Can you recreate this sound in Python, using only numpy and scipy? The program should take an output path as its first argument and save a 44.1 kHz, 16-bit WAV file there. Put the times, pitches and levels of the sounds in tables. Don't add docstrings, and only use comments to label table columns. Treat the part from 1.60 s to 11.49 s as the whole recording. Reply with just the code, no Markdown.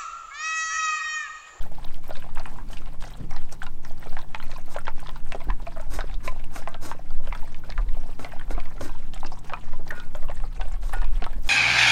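import sys
import numpy as np
from scipy import signal
from scipy.fft import rfft, irfft, next_fast_len
from scipy.io import wavfile
from scipy.ndimage import uniform_filter1d

SR = 44100
rng = np.random.default_rng(int(sys.argv[2]) if len(sys.argv) > 2 else 0)


def log_audio(samples):
    frames = np.atleast_2d(samples).T
    limited = np.clip(frames, -1, 1)
    pcm = np.round(limited * 32767).astype(np.int16)
    wavfile.write(sys.argv[1], SR, pcm)


N = 436149
BLOW = np.arange(SR // 5) / SR
ATTACK = int(.008 * SR)


def undb(db):
    return 10 ** (np.asarray(db) / 20)


def unit(x):
    return x / np.sqrt(np.mean(x ** 2) + 1e-20)


def strike(x, db):
    return x * undb(db) / np.sqrt(np.mean(x[:ATTACK] ** 2) + 1e-20)


def add(out, s, x):
    i = int(np.clip(s * SR, 0, N - 1))
    out[i:i + len(x)] += x[:N - i]


def resonate(x, hz, q):
    w = 2 * np.pi * min(hz, SR / 2 - 2000) / SR
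    a = np.sin(w) / (2 * q)
    return signal.lfilter([a, 0, -a], [1 + a, -2 * np.cos(w), 1 - a], x + 1e-18)


def resonate_twice(x, hz, q):
    return resonate(resonate(x, hz, q), hz, q)


def colour(x, points):
    hz, db = np.transpose(points)
    size = next_fast_len(len(x))
    f = np.maximum(np.arange(size // 2 + 1) * SR / size, .1)
    low_cut = np.minimum(f / hz[0], 1) ** 2
    gain = undb(np.interp(np.log(f), np.log(hz), db)) * low_cut
    return unit(irfft(rfft(x, size) * gain, size)[:len(x)])


def fade(t, t60):
    return np.exp(-np.log(1000) * t / t60)


def swell(t, rise, t60):
    return (1 - np.exp(-t / rise)) ** 2 * fade(t, t60)


def burst(t60):
    return rng.standard_normal(len(BLOW)) * fade(BLOW, t60)


def walk(rate):
    k = int(SR / rate)
    return uniform_filter1d(np.repeat(rng.standard_normal(N // k + 1), k), k)[:N]


def grains(spectrum, rate, rise, t60, width, spread_db, count=5000, size=900):
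    hz, db = np.transpose(spectrum)
    used = min(int(rate * N / SR), count)
    when, where = rng.random((count, 2))[:used].T
    loud, slow, wide = np.clip(rng.standard_normal((count, 3))[:used].T, -2, 2)
    pitch = hz[0] * (hz[-1] / hz[0]) ** where
    octaves = np.log2(np.arange(1, size // 2 + 2) * SR / size / pitch[:, None])
    own_width = width * np.exp(.5 * wide[:, None])
    band = 1 / (1 + (octaves / own_width) ** 2) ** 2
    noise = irfft(rfft(rng.standard_normal((count, size))[:used]) * band)
    bursts = noise * swell(np.arange(size) / SR / np.exp(0.49 * slow[:, None]), rise, t60)
    gains = undb(np.interp(pitch, hz, db) + spread_db * loud) / np.linalg.norm(bursts, axis=1)
    out = np.zeros(N)
    for share, gain, one in zip(when, gains, bursts):
        add(out, share * N / SR, gain * one)
    return unit(out)


def sprinkle(rate, level_db, hz, spread_db, octaves, count=300):
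    used = min(int(rate * N / SR), count)
    when, loud, pitch = rng.random((count, 3))[:used].T
    at = (when * N).astype(int)
    level = level_db[at] + spread_db * (2 * loud - 1)
    return np.column_stack([at / SR, level, hz * 2 ** (octaves * (2 * pitch - 1))])


def muffle(x, top_hz):
    return signal.sosfilt(signal.butter(2, min(top_hz, SR / 3), fs=SR, output="sos"), x)


# pitch_hz [Hz], level_db [dB]
HUM_PARTIALS = [(100.6, -58), (120, -62.5), (150.9, -53), (201.3, -100), (302, -66)]
# pitch_hz [Hz], level_db [dB]
AIR_SPECTRUM = [(50, -9), (70, -25.5), (95, -14.5), (135, -22.5), (190, -20.5), (250, -19), (400, -29.5),
                (600, -38), (870, -30), (1300, -42), (2100, -46.5), (8300, -54), (10500, -55), (15500, -57)]


def background(air_db=-50, waver_db=1.0):
    t = np.arange(N) / SR
    hum = 0
    for hz, db in HUM_PARTIALS:
        level = np.sqrt(2) * undb(db + waver_db * walk(3.7))
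        hum = hum + level * np.sin(2 * np.pi * hz * t + 1.0 * walk(2.085))
    air = undb(air_db + 1.6 * walk(3.8)) * colour(rng.standard_normal(N), AIR_SPECTRUM)
    return hum + air


# time_s [s], rumble_db [dB]
DRAUGHT_LEVEL = [(0, -43), (1.5, -33.5), (2.6, -50), (3.4, -37.5), (4.4, -30), (5.1, -44.5), (6.2, -37),
                 (7.3, -38), (8.3, -42), (9.0, -22), (9.88, -27.5)]
# peak_s [s], length_s [s], rumble_db [dB]
GUST_EVENTS = [(3.896, 0.098, -24), (4.44, 0.72, -31), (5.632, 0.41, -30.5), (6.244, 0.37, -18.5),
               (6.934, 0.17, -20), (8.669, 0.09, -20.5), (9.434, 0.16, -34)]
# pitch_hz [Hz], level_db [dB]
RUMBLE_SPECTRUM = [(13, -6), (20, 1), (34, -3), (41, -7), (50, -21), (80, -35), (150, -50), (400, -90),
                   (2000, -160)]
# pitch_hz [Hz], level_db [dB]
SWAY_SPECTRUM = [(1, -6), (6, 1.5), (9, 5.5), (11, 6), (15, -13), (30, -98), (300, -180)]


def draught(sway_db=-18.0):
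    time_s, rumble_db = np.transpose(DRAUGHT_LEVEL)
    push = undb(np.interp(np.arange(N) / SR, time_s, rumble_db))
    for s, length, db in GUST_EVENTS:
        add(push, s - length / 2, undb(db) * np.hanning(int(length * SR)))
    rumble = push * colour(rng.standard_normal(N), RUMBLE_SPECTRUM)
    return rumble + undb(sway_db) * colour(rng.standard_normal(N), SWAY_SPECTRUM)


# start_s [s], hardest_press_s [s], crunch_db [dB], wet_fizz_db [dB]
JAW_STROKES = [(-0.1, 0, -49, -57), (0.103, 0.25, -51, -62), (0.422, 0.532, -49.5, -59),
               (0.727, 0.792, -48, -61.5), (1.062, 1.172, -52, -61.5), (1.391, 1.438, -49, -56.5),
               (1.684, 1.71, -50, -59.5), (1.984, 2.03, -63, -63.5), (2.218, 2.3, -55.5, -61.5),
               (2.362, 2.51, -51, -58.5), (2.67, 2.95, -51.5, -58.5), (3.042, 3.196, -54, -63),
               (3.35, 3.444, -51, -60.5), (3.641, 3.716, -51, -57.5), (3.97, 4.153, -53.5, -61),
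               (4.307, 4.393, -49, -64), (4.59, 4.668, -50, -67), (4.895, 5, -50.5, -60.5),
               (5.194, 5.303, -50.5, -68), (5.436, 5.53, -58.5, -66.5), (5.62, 5.74, -50, -58),
               (6.029, 6.165, -50, -64), (6.25, 6.51, -53.5, -62.5), (6.576, 6.644, -47.5, -63),
               (6.922, 6.94, -47.5, -64), (7.218, 7.272, -48.5, -63.5), (7.52, 7.61, -54.5, -59),
               (7.824, 7.877, -46, -65), (8.252, 8.298, -51, -61), (8.492, 8.688, -56, -61.5),
               (8.692, 8.72, -54, -56.5), (8.904, 9.04, -51, -60.5), (9.21, 9.357, -47, -57),
               (9.507, 9.575, -49, -58), (9.812, 9.883, -60, -53)]


def jaw(attack_s=0.02, release_s=0.039, build_db_per_s=18.5, slacken_db_per_s=35, pause_db=-14.5):
    t = np.arange(N) / SR
    start, press, crunch_db, wet_db = np.transpose(JAW_STROKES)
    k = np.clip(np.searchsorted(start, t) - 1, 0, len(start) - 1)
    since = t - start[k]
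    left = np.append(start[1:], np.inf)[k] - t
    grip = np.clip(np.minimum(since / attack_s, left / release_s), 0, 1)
    slack_db = np.maximum(build_db_per_s * (press[k] - t), slacken_db_per_s * (t - press[k]))
    shape_db = pause_db * (1 - grip) - slack_db
    return crunch_db[k] + shape_db, wet_db[k] + shape_db


def debris(rate=600, spread_db=1.5, clump_db=1.5, clumps_per_s=55):
    spectrum = [(600, 1.5), (1000, -4), (2500, -7), (4000, -15.5), (5500, -32.0), (8500, -9),
                (10500, -28.5), (15000, -36)]
    size = undb(spread_db * np.minimum(rng.exponential(size=N), 4))
    cracks = (rng.random(N) < rate / SR) * size * rng.choice([-1, 1], N)
    cracks = cracks * undb(clump_db * np.clip(walk(clumps_per_s), -2, 1))
    return colour(cracks, spectrum)


def chewing(effort_db, wet_db, debris_db=-1.5, debris_share=0.3):
    pellets = [(520, 6.0), (850, 2.5), (1300, -4.5), (1800, -3.0), (2800, -12.5), (4200, -21.0)]  # (Hz, dB)
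    bubbles = [(3300, 14.5), (5300, 12.5), (7000, 9.0), (8600, 12.5), (10500, -16), (13000, 15.0),
               (15000, 13)]
    crunch = grains(pellets, rate=220, rise=0.00052, t60=0.016, width=0.45, spread_db=8.0)
    fizz = grains(bubbles, rate=520, rise=0.00056, t60=0.034, width=0.33, spread_db=9.0)
    breaking_db = debris_share * effort_db + (1 - debris_share) * wet_db
    breaking = debris() * undb(breaking_db + debris_db)
    return crunch * undb(effort_db) + fizz * undb(wet_db) + breaking


def rustle(effort_db, level_db=-7.0, follow=0.65, usual_db=-52):
    rubbing = [(750, -0.5), (1500, 1.5), (2300, 3), (3500, -2.5), (5200, -9.5), (6500, -0.5)]  # (Hz, dB)
    sliding = grains(rubbing, rate=500, rise=0.0015, t60=0.052, width=0.55, spread_db=6.0)
    return sliding * undb(usual_db + follow * (effort_db - usual_db) + level_db)


# start_s [s], length_s [s], pitch_hz [Hz], level_db [dB]
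SQUELCH_EVENTS = [(0.244, 0.0064, 3770, -40.5), (0.548, 0.03, 3690, -48.5), (2.83, 0.035, 2450, -57),
                  (3.692, 0.02, 4300, -66), (4.504, 0.034, 3750, -58), (7.658, 0.016, 5120, -43),
                  (7.659, 0.024, 2690, -50), (7.716, 0.03, 5160, -53.5), (8.012, 0.18, 5300, -70),
                  (8.305, 0.007, 1763, -25.5), (8.317, 0.0086, 1910, -55), (9.641, 0.0055, 3820, -38)]


def squelches(wander=0.16, wander_hz=600):
    out = np.zeros(N)
    for s, length, hz, db in SQUELCH_EVENTS:
        drift = unit(resonate(rng.standard_normal(len(BLOW)), wander_hz, 0.27))
        squeak = np.sqrt(2) * np.sin(2 * np.pi * np.cumsum(hz * (1 + wander * drift)) / SR)
        size = min(int(length * SR), len(BLOW))
        add(out, s, undb(db) * signal.windows.tukey(size, .5) * squeak[:size])
    return out


# start_s [s], pop_db [dB], mouth_hz [Hz], snap_db [dB], snap_hz [Hz]
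LOUD_BITES = [(0.3434, -73, 294, -50, 3270), (0.44, -46, 1010, -64, 2780), (0.5056, -35, 710, -49.5, 3230),
              (0.555, -39, 1570, -55, 3680), (0.568, -44, 560, -49, 4400), (0.622, -40.5, 1600, -68, 2500),
              (0.689, -41.5, 940, -62, 2510), (0.758, -43, 930, -52, 2500), (0.771, -32, 960, -71, 2600),
              (0.7832, -35.5, 930, -66, 2500), (0.7963, -36.5, 690, -45.5, 4300),
              (0.8571, -34, 1010, -56, 2080), (0.985, -36, 970, -74, 2480), (1.131, -45, 900, -45, 3060),
              (1.171, -55, 1830, -42.5, 2630), (1.2593, -49, 900, -52.5, 2800),
              (1.4232, -38.5, 900, -48, 3030), (1.439, -40, 706, -45.5, 2000),
              (1.7086, -38.5, 744, -49, 5560), (1.763, -36, 890, -45, 4050), (1.9246, -41, 570, -42, 5700),
              (2.0232, -54, 1420, -51, 3200), (2.0298, -35, 787, -46.5, 2980),
              (2.0653, -35, 1400, -47.5, 3830), (2.249, -39.5, 1670, -49, 5600),
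              (2.425, -40.5, 1520, -61, 2430), (2.469, -43, 1230, -68, 2500),
              (2.526, -39.5, 690, -74, 3000), (2.5676, -32.5, 856, -57, 2030),
              (2.589, -35.5, 990, -48.5, 3500), (2.616, -52, 900, -54, 3900),
              (2.7458, -28.5, 920, -47, 2900), (2.7992, -39.5, 1300, -66, 2900),
              (2.8259, -38, 1900, -66, 2600), (2.9144, -40.5, 1900, -46.5, 3850),
              (2.9612, -36.5, 1050, -67, 3000), (2.982, -40.5, 640, -62, 3790), (3.08, -45, 780, -63, 2000),
              (3.145, -38, 850, -49, 2240), (3.1606, -30, 612, -55, 3260), (3.186, -44, 1340, -69, 2100),
              (3.253, -44, 1700, -52, 5300), (3.2683, -31, 1550, -58, 2900), (3.2825, -31, 863, -58, 2200),
              (3.394, -45, 1550, -52, 2930), (3.4595, -37.5, 1050, -59, 3200),
              (3.471, -61, 1090, -46, 3450), (3.4916, -35.5, 1070, -44.5, 3300),
              (3.559, -37, 900, -53, 4100), (3.7217, -33.5, 710, -50, 2630), (3.7493, -40, 567, -55, 3100),
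              (3.8034, -39.5, 1080, -54, 3400), (3.8117, -39.5, 680, -65, 2500),
              (3.8867, -36, 835, -64, 4140), (3.9, -25.5, 944, -64, 2900), (4.0674, -32.5, 710, -75, 2100),
              (4.121, -43, 910, -61, 2300), (4.1603, -39.5, 680, -68, 2440), (4.17, -34, 610, -68, 4100),
              (4.1966, -35.5, 615, -54, 2250), (4.224, -43, 885, -72, 2500),
              (4.3884, -29.5, 705, -53, 3100), (4.4962, -42, 784, -52, 2500),
              (4.4074, -30.5, 1410, -40, 3630), (4.5418, -56, 740, -47, 3850),
              (4.6774, -27, 630, -35, 2300), (4.722, -41, 620, -70, 2500), (4.795, -48, 710, -51, 2260),
              (4.841, -52, 288, -48.5, 2740), (4.9603, -32.5, 756, -43.5, 2130),
              (4.978, -38, 696, -54, 4200), (5.0745, -31.5, 650, -62, 2600), (5.125, -46, 640, -70, 2950),
              (5.1441, -35.5, 690, -56, 3460), (5.314, -30.5, 986, -49, 2770), (5.505, -43, 860, -56, 4500),
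              (5.599, -46.5, 570, -75, 2700), (5.6725, -36, 590, -48.5, 2900),
              (5.724, -28.5, 920, -75, 2800), (5.75, -33, 1280, -47, 3430), (5.9448, -46, 1950, -47, 2620),
              (6.037, -41, 1380, -66, 2100), (6.102, -40, 1860, -47.5, 4120),
              (6.1221, -42, 1800, -43, 2200), (6.1805, -31.5, 1134, -60, 2400),
              (6.288, -46, 1980, -51, 2090), (6.5946, -41, 544, -52, 2170), (6.6238, -44, 700, -62, 2300),
              (6.6465, -33.5, 695, -36, 2040), (6.668, -42, 720, -61, 2100),
              (6.719, -39.5, 1530, -73, 2300), (6.794, -38.5, 1530, -64, 2100),
              (6.8123, -37.5, 1600, -71, 2200), (6.906, -39, 403, -46.5, 2180),
              (6.9493, -40, 460, -54, 2200), (6.977, -33, 690, -57, 2400), (7.001, -49, 1530, -43, 2280),
              (7.056, -44, 680, -48, 1920), (7.178, -43, 1400, -66, 2150), (7.2085, -31, 536, -46.5, 3300),
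              (7.293, -38.5, 960, -63, 2200), (7.35, -42, 950, -64, 2580), (7.536, -43, 680, -44.5, 3200),
              (7.5617, -41.5, 740, -54, 2800), (7.576, -55, 1980, -47.5, 2060),
              (7.6288, -42, 910, -70, 2700), (7.6469, -34.5, 867, -48, 2560), (7.719, -35, 875, -52, 4960),
              (7.772, -47, 955, -66, 3300), (7.8962, -34, 780, -46, 2360), (7.921, -32, 570, -63, 3000),
              (7.9346, -25, 1120, -46, 3060), (7.971, -39, 1000, -60, 2800), (8.132, -39.5, 550, -80, 2340),
              (8.203, -45, 630, -77, 2480), (8.2783, -48, 653, -47, 4800), (8.321, -32.5, 640, -67, 2780),
              (8.3996, -38.5, 1300, -44.5, 3640), (8.5494, -32, 610, -49.5, 3340),
              (8.626, -41, 690, -62, 2180), (8.642, -41, 603, -66, 2130), (8.684, -37, 1030, -73, 2900),
              (8.6958, -30.5, 610, -70, 2180), (8.7136, -36.5, 880, -71, 2500),
              (8.769, -46.5, 1895, -56, 2000), (8.837, -36, 805, -76, 2500), (8.996, -37, 750, -62, 2500),
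              (9.0106, -34, 1550, -44, 3420), (9.138, -43.5, 770, -56, 2150), (9.232, -46, 732, -65, 2520),
              (9.327, -34, 1150, -51, 2310), (9.334, -27, 837, -50, 2200), (9.347, -42, 1000, -54, 2700),
              (9.3713, -41, 930, -62, 2500), (9.384, -43, 1800, -59, 3400), (9.417, -34.5, 1180, -64, 2500),
              (9.4297, -40, 1710, -61, 2500), (9.444, -39, 1010, -45.5, 2420),
              (9.622, -31, 700, -41.5, 2640), (9.6404, -32.5, 1620, -41.5, 3020),
              (9.6642, -34.5, 790, -69, 2900), (9.732, -43, 1670, -57, 2380)]


def small_smacks(effort_db, snap_db=-22, snap_spread_db=7, snap_hz=2900, snap_octaves=0.1):
    s, db, hz = sprinkle(9, effort_db, 1050, spread_db=2, octaves=0.7).T
    hard, high = rng.uniform(-1, 1, (300, 2))[:len(s)].T
    crack_db = db + snap_db + snap_spread_db * hard
    return list(zip(s, db, hz, crack_db, snap_hz * 2 ** (snap_octaves * high)))


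def bites(rows, q=4.8, pop_db=-3, tone_db=-7, pop_rise=0.00041, pop_t60=0.0073,
          crumble=0.039, crumble_t60=0.055, snap_rise=0.00064, snap_t60=0.0062, snap_q=9.1,
          upper_db=-4, upper_hz=3200, edge_db=-4, knock_db=-4, knock_hz=1050, knock_q=3.06):
    out = np.zeros(N)
    for s, db, hz, crack_db, crack_hz in rows:
        ring, upper, soft = np.exp(0.324 * rng.standard_normal(3))
        crumbs = crumble * rng.standard_normal(len(BLOW)) ** 3 / 2 * fade(BLOW, crumble_t60)
        force = swell(BLOW, pop_rise * soft, pop_t60 * soft)
        tone = strike(force * np.sin(2 * np.pi * hz * BLOW), tone_db)
        rough = force * rng.standard_normal(len(BLOW)) + crumbs
        pop = strike(resonate(resonate(rough, hz, q * ring), hz, 4.3), 0) + tone
        second_hz = np.sqrt(hz * upper_hz) * upper
        pop += strike(resonate(resonate(rough, second_hz, q), second_hz, 14.0), upper_db)
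        pop += strike(resonate_twice(rough, knock_hz, knock_q), knock_db)
        crack_force = swell(BLOW, snap_rise * soft, snap_t60 * soft)
        crack = crack_force * rng.standard_normal(len(BLOW)) + crumbs
        snap = resonate(resonate(crack, crack_hz, snap_q), crack_hz, 0.2)
        edge = resonate_twice(1. * (BLOW == 0), crack_hz, 0.81)
        add(out, s, strike(pop, db + pop_db) + strike(snap, crack_db) + strike(edge, crack_db + edge_db))
    return out


def splinters(level_db=-1, spread_db=4, gap_s=.007, hz=1500, octaves=1.0, q=1.15,
              step_db=-12.0, hard_db=-35, count=3):
    out = np.zeros(N)
    for s, pop_db, _, snap_db, _ in LOUD_BITES:
        bite_db = max(pop_db, snap_db)
        first_db = bite_db + level_db + min(bite_db - hard_db, 0)
        for k, (wait, loud, high) in enumerate(rng.uniform(-1.1, 1, (count, 3))):
            s = s + gap_s * 2 ** wait
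            crack = resonate_twice(1. * (BLOW == 0), hz * 2 ** (octaves * high), q)
            crack_db = first_db + spread_db * loud + step_db * k
            add(out, s, undb(crack_db) * crack / np.abs(crack).max())
    return out


def hush(depth_db=-7, length=0.035, loud_db=-35):
    quiet = np.zeros(N)
    for s, db, *_ in LOUD_BITES:
        if db > loud_db:
            add(quiet, s - length, signal.windows.tukey(int(length * SR), .4))
    return undb(depth_db * np.minimum(quiet, 1))


# start_s [s], level_db [dB], pitch_hz [Hz]
LOUD_TICKS = [(0.479, -49, 13500), (0.749, -53, 8000), (0.863, -54.5, 8700), (1.925, -45, 7900),
              (2.033, -48.5, 7750), (3.139, -51, 7500), (3.165, -53, 7000), (3.189, -49, 8700),
              (3.402, -51, 7800), (4.212, -52.5, 7450), (4.843, -56.5, 8500), (5.087, -51, 8200),
              (7.211, -45.5, 5760), (7.543, -47.5, 7800), (7.79, -52, 7400), (8.292, -52, 13300),
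              (8.307, -50.5, 6170), (8.556, -51.5, 6900), (8.749, -59, 8400), (9.121, -52, 6960),
              (9.333, -43, 10400)]


def small_ticks(wet_db):
    return list(sprinkle(5, wet_db - 4, 8000, spread_db=11.5, octaves=0.54))


def ticks(rows, level_db=-1, rise=0.000097, t60=0.032, q=5, edge=1.6):
    out = np.zeros(N)
    for s, db, hz in rows:
        spray = resonate(swell(BLOW, rise, t60) * rng.standard_normal(len(BLOW)), hz, q)
        spray[0] += edge
        add(out, s, strike(resonate(spray, hz, 0.89), db + level_db))
    return out


# start_s [s], peak_db [dB], pitch_hz [Hz], resonance_q [no unit]
TOOTH_KNOCKS = [(0.5066, -29.5, 623, 4.8), (0.8564, -26.5, 1700, 1.9), (2.0191, -22, 1510, 4.2),
                (2.066, -33, 1600, 0.8), (2.5681, -23.5, 1700, 1.8), (2.7478, -16, 1410, 0.69),
                (2.8008, -29, 1340, 2), (3.163, -23.5, 604, 2.1), (3.1854, -23.5, 1430, 3.5),
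                (3.2705, -34, 2080, 2.2), (3.2808, -13.5, 1030, 1.1), (3.7218, -17, 1980, 0.87),
                (3.7488, -21.5, 514, 1.6), (4.3895, -21.5, 746, 1.2), (4.6775, -24, 2310, 5.5),
                (4.682, -27, 2400, 2.7), (5.0748, -19.5, 940, 0.99), (5.1438, -27, 3320, 2.6),
                (5.3147, -21.5, 1030, 1.8), (6.1022, -23, 4240, 2), (6.1786, -20.5, 1440, 1.8),
                (6.5948, -25, 550, 0.46), (6.9074, -25, 480, 0.75), (7.2085, -25.5, 600, 0.68),
                (7.631, -23, 900, 2), (7.9355, -21, 1200, 0.64), (7.94, -19, 1080, 2.4),
                (9.0127, -24.5, 750, 1.1), (9.6649, -21, 910, 1.55)]


def knocks(crush_db=-17, crush_t60=0.0076):
    out = np.zeros(N)
    for s, db, hz, q in TOOTH_KNOCKS:
        force = undb(crush_db) * burst(crush_t60) / 3
        force[0] += 1
        knock = resonate_twice(force, hz, q)
        add(out, s, undb(db) * knock / np.abs(knock).max())
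    return out


# start_s [s], length_s [s], hiss_db [dB], low_blast_db [dB]
NOSE_PUFFS = [(1.099, 0.069, -50.5, -75), (1.4, 0.096, -59, -71), (1.906, 0.055, -49, -71),
              (3.081, 0.1, -51.5, -69), (4.292, 0.13, -41, -41.5), (4.625, 0.096, -46, -43.5),
              (4.915, 0.12, -46, -48), (5.2, 0.15, -43, -41.5), (6.581, 0.1, -50, -41.5),
              (6.892, 0.062, -49, -37), (7.182, 0.14, -47, -35.5), (9.189, 0.19, -55, -57.5),
              (9.847, 0.22, -35, -37)]
# pitch_hz [Hz], level_db [dB]
HISS_SPECTRUM = [(500, 3.5), (750, -5.5), (1450, 2), (1900, -6.5), (3000, -14), (3900, -9.5), (6600, -7.5),
                 (7100, -9), (8300, -6), (10500, -12), (13200, -8.5), (15500, -23)]
# pitch_hz [Hz], level_db [dB]
BLAST_SPECTRUM = [(50, 0), (90, 21), (150, -5), (290, 15.5), (450, -2.5), (700, -59), (1400, -1.5),
                  (2500, -17), (9000, -66)]
AIR_POCKET_HZ = [3900, 4220, 4720, 5090, 5340, 5800, 6170, 6550, 7030, 8160]


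def snuffles(flutter_db=2, skew=0.77, direct_db=-3, pocket_db=3.5, pocket_q=50, spatter_db=-6):
    hiss, blast = np.zeros(N), np.zeros(N)
    for s, length, hiss_db, blast_db in NOSE_PUFFS:
        flow = np.sin(np.pi * np.linspace(0, 1, int(length * SR)) ** skew) ** 2
        add(hiss, s, flow * undb(hiss_db))
        add(blast, s, flow * undb(blast_db))
    jet = hiss * colour(rng.standard_normal(N), HISS_SPECTRUM)
    pocket = sum(resonate(jet, hz, pocket_q) for hz in AIR_POCKET_HZ)
    low = blast * colour(rng.standard_normal(N), BLAST_SPECTRUM)
    air = undb(direct_db) * jet + undb(pocket_db) * pocket + low
    return air * undb(flutter_db * walk(90)) + undb(spatter_db) * hiss * debris()


# start_s [s], level_db [dB], pitch_hz [Hz], t60_s [s]
MUZZLE_BUMPS = [(1.598, -32.5, 108, 0.24), (1.61, -42.5, 220, 0.38), (1.685, -44.5, 110, 0.16),
                (3.747, -28.5, 414, 0.033), (3.869, -38, 178, 0.2), (3.884, -34.5, 180, 0.034),
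                (6.908, -47, 322, 0.034), (6.975, -38, 287, 0.059), (7.21, -37, 326, 0.04),
                (7.243, -45, 263, 0.13), (7.648, -40, 327, 0.12), (9.617, -38, 278, 0.077),
                (9.759, -43, 200, 0.11)]


def bumps(q=1.8, judder_db=5, judder_hz=60):
    out = np.zeros(N)
    for s, db, hz, t60 in MUZZLE_BUMPS:
        judder = undb(judder_db * np.clip(walk(judder_hz)[:len(BLOW)], -2, 1))
        thud = resonate(resonate(burst(t60) * judder, hz, q), hz, 0.78)
        add(out, s, undb(db) * 2 * thud / np.abs(thud).max())
    return out


BOWL_MODE_HZ = [662, 905, 1130, 1210, 1446, 1570, 1873, 2466, 2557, 3886, 4222, 4710, 4950, 5071, 5144,
                5340, 5706, 5760, 5857, 6133, 6600, 7708, 8161, 11760]
# relative level_db [dB], t60_s [s]
BOWL_MODES = [(-11, 0.13), (17.5, 0.014), (18, 0.017), (-1, 0.27), (-6, 0.24), (1, 0.26), (-1, .31),
              (-17, 0.4), (-11, 0.64), (0, 0.31), (-7, 0.3), (-11, 0.21), (-26, 0.22), (-12, 0.24),
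              (-4, 0.37), (-11, 0.28), (-33, 0.25), (-7, 0.37), (-14, 0.25), (-11, 0.26), (-18, .2),
              (-21, 0.18), (-20, 0.14), (-21, 0.2)]


def bowl_ring(split_hz=9, twin_db=-5):
    t = np.arange(SR // 2) / SR
    ring = 0
    for hz, (db, t60) in zip(BOWL_MODE_HZ, BOWL_MODES):
        twin_hz = hz + split_hz * np.sqrt(hz / BOWL_MODE_HZ[0]) * rng.uniform(-0.78, 1)
        pair = np.sin(2 * np.pi * hz * t) + undb(twin_db) * np.sin(2 * np.pi * twin_hz * t)
        ring = ring + undb(db) * fade(t, t60) * pair
    return ring / np.linalg.norm(ring)


# start_s [s], ringing_db [dB], contact_s [s], favoured_hz [Hz]
STEEL_SCRAPES = [(5.076, -44.5, 0.006, 1210), (5.079, -49, 0.008, 1570), (5.142, -55, 0.004, 1570),
                 (5.235, -59, 0.05, 1500), (6.181, -54, 0.004, 1450), (7.243, -54, 0.053, 1500),
                 (8.309, -36, 0.0043, 1340), (8.349, -55, 0.0089, 2560), (8.35, -66, 0.005, 5144),
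                 (8.352, -42.5, 0.032, 1400), (9.333, -38, 0.018, 1420), (9.336, -57, 0.01, 2480),
                 (9.43, -64, 0.018, 2460)]


def scrapes(favour_octaves=0.08, broad_db=-7, soft_hz=3200, rough=0.67, slip_hz=150, rasp_db=-9):
    out, t = np.zeros(N), np.arange(SR // 2) / SR
    pitches = np.array(BOWL_MODE_HZ)
    soft = 1 / (1 + (pitches / soft_hz) ** 3)
    for s, db, length, hz in STEEL_SCRAPES:
        press, modes = 1. * (t < length), []
        for mode_hz, (mode_db, t60) in zip(BOWL_MODE_HZ, BOWL_MODES):
            grit = uniform_filter1d(rng.standard_normal(len(t)), int(SR / slip_hz))
            slips = press * (1 + rough * unit(grit))
            swing = signal.lfilter([1], [1, -fade(1 / SR, t60)], slips)
            modes.append(undb(mode_db) * swing * np.sin(2 * np.pi * mode_hz * (s + t)))
        favour = 1 / (1 + (np.log2(pitches / hz) / favour_octaves) ** 2) ** 2
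        near, broad = favour @ np.array(modes), soft @ np.array(modes)
        tone = near / np.abs(near).max() + undb(broad_db) * broad / np.abs(broad).max()
        rasp = press * unit(resonate(rng.standard_normal(len(t)) ** 3, hz, 2.9))
        add(out, s, undb(db) * (np.sqrt(2) * tone + undb(rasp_db) * rasp))
    return out


def scatter(x, t60=0.087, near_db=-6, late_t60=0.039, late_db=-22, centre_hz=950, count=50):
    t, out = BLOW, np.zeros(N)
    edges = np.arange(count + 1) * N // count
    for start, end in zip(edges[:-1], edges[1:]):
        near = burst(t60) * (t > .003)
        late = burst(late_t60) * (t > .015)
        echoes = undb(near_db) * near / np.linalg.norm(near) + undb(late_db) * late / np.linalg.norm(late)
        add(out, start / SR, signal.fftconvolve(x[start:end], echoes))
    return resonate(out, centre_hz, 0.98)


def scene(mouth_ring_db=-25, nose_ring_db=-11):
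    ring = bowl_ring()
    effort_db, wet_db = jaw()
    mouth = chewing(effort_db, wet_db) * hush() + rustle(effort_db) + squelches()
    blows = bites(LOUD_BITES + small_smacks(effort_db)) + knocks() + splinters()
    mouth += muffle(blows, top_hz=6200) + ticks(LOUD_TICKS + small_ticks(wet_db))
    nose = snuffles()
    drive = undb(mouth_ring_db) * muffle(mouth, top_hz=2600)
    drive += undb(nose_ring_db) * resonate(nose, 5300, 0.2)
    dog = mouth + nose + bumps() + signal.fftconvolve(drive, ring)[:N]
    return (dog + scatter(dog) + scrapes() + background() + draught())[None]


def record(dry, top_hz=15850):
    gate = signal.windows.tukey(N, .003)
    return signal.sosfilt(signal.ellip(10, .1, 80, top_hz, fs=SR, output="sos"), dry * gate)


dry = scene()
out = record(dry)
log_audio(out)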